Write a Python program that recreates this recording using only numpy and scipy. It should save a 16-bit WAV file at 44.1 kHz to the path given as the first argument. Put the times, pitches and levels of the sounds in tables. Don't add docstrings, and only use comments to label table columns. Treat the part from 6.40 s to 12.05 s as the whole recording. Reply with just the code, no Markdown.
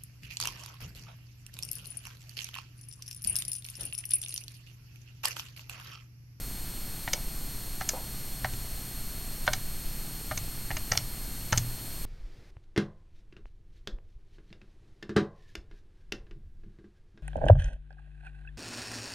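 import sys
import numpy as np
from scipy import signal
from scipy.fft import rfft, irfft
from scipy.io import wavfile

SR = 44100
rng = np.random.default_rng(int(sys.argv[2]) if len(sys.argv) > 2 else 0)


def master(y):
    cut = np.clip(np.atleast_2d(y).T, -1, 1)
    pcm = np.round(cut * 32767)
    wavfile.write(sys.argv[1], SR, pcm.astype(np.int16))


N = 249236
LEAD_S = .006

# low_hz, high_hz
REGISTERS = [(560, 920), (1170, 2450), (2450, 4200), (4800, 7400), (8200, 14500)]
# start_s, case_db, hardness_db_per_octave, snap_db, panel_hz, second_hit_s, thump_db
PRESSES = [(0.676, -33, 0.5, -58, 1900, 0.0019, -34.5), (1.4096, -35, -2.5, -45, 1410, 0.0017, -44),
           (2.0453, -29, -2, -46, 1850, 0.00155, -28), (3.077, -22, 0.5, -43, 1520, 0.0012, -30),
           (3.9119, -33, -3, -52, 1260, 0.0015, -27.5), (4.3049, -33.5, 1, -55, 1790, 0.0073, -28.5),
           (4.5174, -28, 2.5, -24.5, 1900, 0.0025, -24.5), (5.125, -25, 2.5, -27, 1770, 0.0038, -18.5)]
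# start_s, case_db, hardness_db_per_octave, snap_db, cap_hz, second_hit_s
RELEASES = [(0.7329, -32, 0.5, -25, 6340, 0.0022), (1.4903, -36.5, -1.5, -24.5, 6750, 0.0014),
            (2.1359, -49, -1, -49, 6200, 0.002), (3.1333, -31, -2.5, -29.5, 6200, 0.0017),
            (3.9748, -39, -2, -32.5, 5960, 0.0024), (4.3676, -36.5, -2.5, -37, 6500, 0.003),
            (4.5742, -36, 6.5, -24, 5640, 0.0011), (5.1759, -37.5, 4, -23, 7040, 0.0039)]


def keys(rebound_s=.008, rebound_db=-44, rebound_snap_db=-50):
    # start_s, case_db, snap_db
    touches = [(3.0665, -42.5, -42.5), (4.5325, -42, -41), (4.551, -40, -47), (5.159, -46, -54)]
    # shell_db, panel_db, upper_panel_db against the case level; tick_db against the snap
    press_colour, release_colour = (-4, 0, -8.5, -28), (-11, -1.5, 1.5, -10.5)
    touch_colour = (-2.5, -2.5, -2.5, -7)
    out = np.zeros(N)
    for s, case_db, hardness, snap_db, panel_hz, second_s, _ in PRESSES:
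        levels_db = register_levels(press_colour, case_db, hardness, snap_db)
        add(out, s - LEAD_S, stroke(key_modes(panel_hz=panel_hz), levels_db, second_s, second_db=1.5))
    for s, case_db, hardness, snap_db, cap_hz, second_s in RELEASES:
        levels_db = register_levels(release_colour, case_db, hardness, snap_db)
        add(out, s - LEAD_S, stroke(key_modes(cap_hz=cap_hz), levels_db, second_s))
    rebounds = [(s + rebound_s, rebound_db, rebound_snap_db) for s, *_ in PRESSES]
    for s, case_db, snap_db in rebounds + list(touches):
        levels_db = register_levels(touch_colour, case_db, 0, snap_db)
        add(out, s - LEAD_S, stroke(key_modes(), levels_db, second_s=.0025))
    return out


def stroke(modes, levels_db, second_s, second_db=0, graze_db=-14, graze_s=0.001225,
           chatter_db=-10, chatter_s=.002, rub_db=-4, rub_s=0.0023, thud_db=-20, window_s=.01):
    t = np.arange(SR // 12) / SR - LEAD_S
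    hits = contact(t, modes) + undb(second_db) * contact(t - second_s, modes)
    hits += undb(graze_db) * contact(t + graze_s, modes)
    hits += undb(rub_db) * rng.standard_normal(len(t)) * np.exp(-np.abs(t) / rub_s)
    for late_s in rng.uniform(0.564, 2.2, size=2) * chatter_s:
        hits += undb(chatter_db) * contact(t - second_s / 2 - late_s, modes)
    thud_band_hz = (190, 580)
    out = 0
    for (low_hz, high_hz), db in zip([thud_band_hz] + REGISTERS, [levels_db[0] + thud_db] + levels_db):
        part = band(hits, low_hz, high_hz)
        rms = np.sqrt(np.sum(part ** 2) / (window_s * SR))
        out = out + undb(db) * part / rms
    return out


def contact(t, modes, crack_db=1, crack_t60=0.016, spread=0.76):
    weights = 1 + spread * rng.standard_normal((len(modes), 1))
    weights *= rng.choice([-1, 1], (len(modes), 1))
    crack = undb(crack_db) * rng.standard_normal(len(t)) * fade(t, crack_t60)
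    return ring(t, modes, weights) + crack


def key_modes(panel_hz=2210, cap_hz=5810, panel_t60=0.011, panel_db=5, cap_t60=0.0063, cap_db=7):
    # pitch_hz, t60_s, level_db
    case_modes = [(630, 0.036, 0), (767, 0.047, 0.5), (792, 0.011, 9.5), (1316, 0.042, -13),
                  (1380, 0.0061, -0.5), (1647, 0.025, -13.5), (1807, 0.014, 1.5), (1960, 0.019, -19),
                  (2127, 0.014, -4), (2892, 0.021, -6), (3000, 0.015, -7), (3520, 0.015, -8.5),
                  (4170, 0.0095, -5.5), (4900, 0.0097, -3.5), (5100, 0.0022, -1), (6040, 0.0043, 3.5),
                  (6270, 0.019, -1.5), (6640, 0.028, -8), (7200, 0.007, -14.5)]
    return list(case_modes) + [(panel_hz, panel_t60, panel_db), (cap_hz, cap_t60, cap_db)]


def register_levels(colour, case_db, hardness, snap_db):
    centres_hz = np.sqrt(np.prod(REGISTERS[:3], axis=1))
    *case_colour, tick_db = colour
    tilt_db = hardness * np.log2(centres_hz / centres_hz[1])
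    case_levels_db = case_db + np.array(case_colour) + tilt_db
    return [*case_levels_db, snap_db, snap_db + tick_db]


def desk(release_db=-3.5):
    out = np.zeros(N)
    for (press_s, *_, thump_db), (release_s, *_) in zip(PRESSES, RELEASES):
        add(out, press_s, thump(thump_db, t60=0.16))
        add(out, release_s, thump(thump_db + release_db, t60=0.306))
    return out


def thump(peak_db, t60):
    # pitch_hz, t60_factor, level_db
    desk_modes = [(68, 0.47, -32), (97.6, 1.04, 6.5), (118.3, 2.5, 4), (158.5, 1.24, -0.5), (282, 0.092, 2)]
    t = np.arange(SR // 2) / SR
    boom = ring(t, [(hz, factor * t60, db) for hz, factor, db in desk_modes])
    return undb(peak_db) * boom / np.abs(boom).max()


def case_knocks(tail_db=-3, tail_t60=0.33):
    # start_s, gain_db
    knocks = [(0.737, -36.5), (1.535, -32), (3.081, -45), (4.520, -35), (5.127, -35.5)]
    # pitch_hz, t60_s, level_db
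    hollow_modes = [(524, 0.045, 2.5), (560, 0.086, -15), (840, 0.099, -14), (1270, 0.07, -18)]
    out, t = np.zeros(N), np.arange(SR // 2) / SR
    for s, db in knocks:
        tail = band(rng.standard_normal(len(t)), 520, 930, order=2) * fade(t, tail_t60)
        knock = ring(t, hollow_modes) + undb(tail_db) * tail / np.abs(tail).max()
        add(out, s, undb(db) * knock)
    return out


def room(x, early_db=-20, early_t60=0.038, late_db=-21, late_t60=0.22, predelay_s=.007):
    t = np.arange(SR // 2) / SR - predelay_s
    early = band(rng.standard_normal(len(t)) * fade(t, early_t60), 220, 5100)
    late = band(rng.standard_normal(len(t)) * fade(t, late_t60), 170, 5700, order=1)
    response = undb(early_db) * early / np.linalg.norm(early)
    response += undb(late_db) * late / np.linalg.norm(late)
    return signal.fftconvolve(x, response)[:N]


def room_tone():
    # frequency_hz, density_db_per_hz
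    spectrum = [(8, -52.5), (24, -50.5), (45, -59.5), (65, -65.5), (92, -71.5), (124, -64), (150, -69),
                (220, -74.5), (450, -84), (1100, -86.5), (2500, -87), (6000, -87), (15000, -87)]
    hz, db = np.transpose(spectrum)
    bins_hz = np.maximum(np.arange(N // 2 + 1) * SR / N, 1)
    gain = undb(np.interp(np.log(bins_hz), np.log(hz), db)) * np.sqrt(SR / 2)
    return irfft(rfft(rng.standard_normal(N)) * gain, N)


def supply_whine(whine_hz=4292.1, slip_cycles=0.13, sag_s=0.00073,
                 pulse_hz=30, first_s=.0136, pulse_s=.0019, pulse_db=-37.5):
    harmonics = [-50, -47, -45.5]
    t = np.arange(N) / SR
    from_pulse_s = (((t - first_s) * pulse_hz + .5) % 1 - .5) / pulse_hz
    pulse = undb(pulse_db) * (np.abs(from_pulse_s) < pulse_s / 2)
    tick = band(pulse, 130, 1000, order=2)
    load = np.exp(-.5 * (from_pulse_s / sag_s) ** 2)
    lag_cycles = slip_cycles * pulse_hz * np.cumsum(load / load.mean() - 1) / SR
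    cycles = whine_hz * t - lag_cycles
    whine = sum(undb(db) * np.sin(2 * np.pi * (k * cycles + rng.random()))
                for k, db in enumerate(harmonics, 1))
    return tick + whine * (1 - load)


def ring(t, modes, weights=1):
    hz, t60, db = np.transpose(modes)[:, :, None]
    return np.sum(weights * undb(db) * np.sin(2 * np.pi * hz * t) * fade(t, t60), axis=0)


def fade(t, t60):
    return (t >= 0) * np.exp(-np.log(1000) * np.maximum(t, 0) / t60)


def band(x, low_hz, high_hz, order=3):
    return signal.sosfilt(signal.butter(order, [low_hz, high_hz], "bandpass", fs=SR, output="sos"), x)


def undb(db):
    return 10 ** (np.asarray(db) / 20)


def add(track, start_s, sound):
    i = int(start_s * SR)
    track[i:i + len(sound)] += sound[:N - i]


def scene(side_db=-58):
    hits = keys() + desk() + case_knocks()
    mono = hits + room(hits) + room_tone() + supply_whine()
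    return mono + undb(side_db) * band(rng.standard_normal((2, N)), 1580, 8000, order=2)


def record(dry):
    return signal.sosfilt(signal.ellip(10, .1, 80, 15900, fs=SR, output="sos"), dry)


dry = scene()
out = record(dry)
master(out)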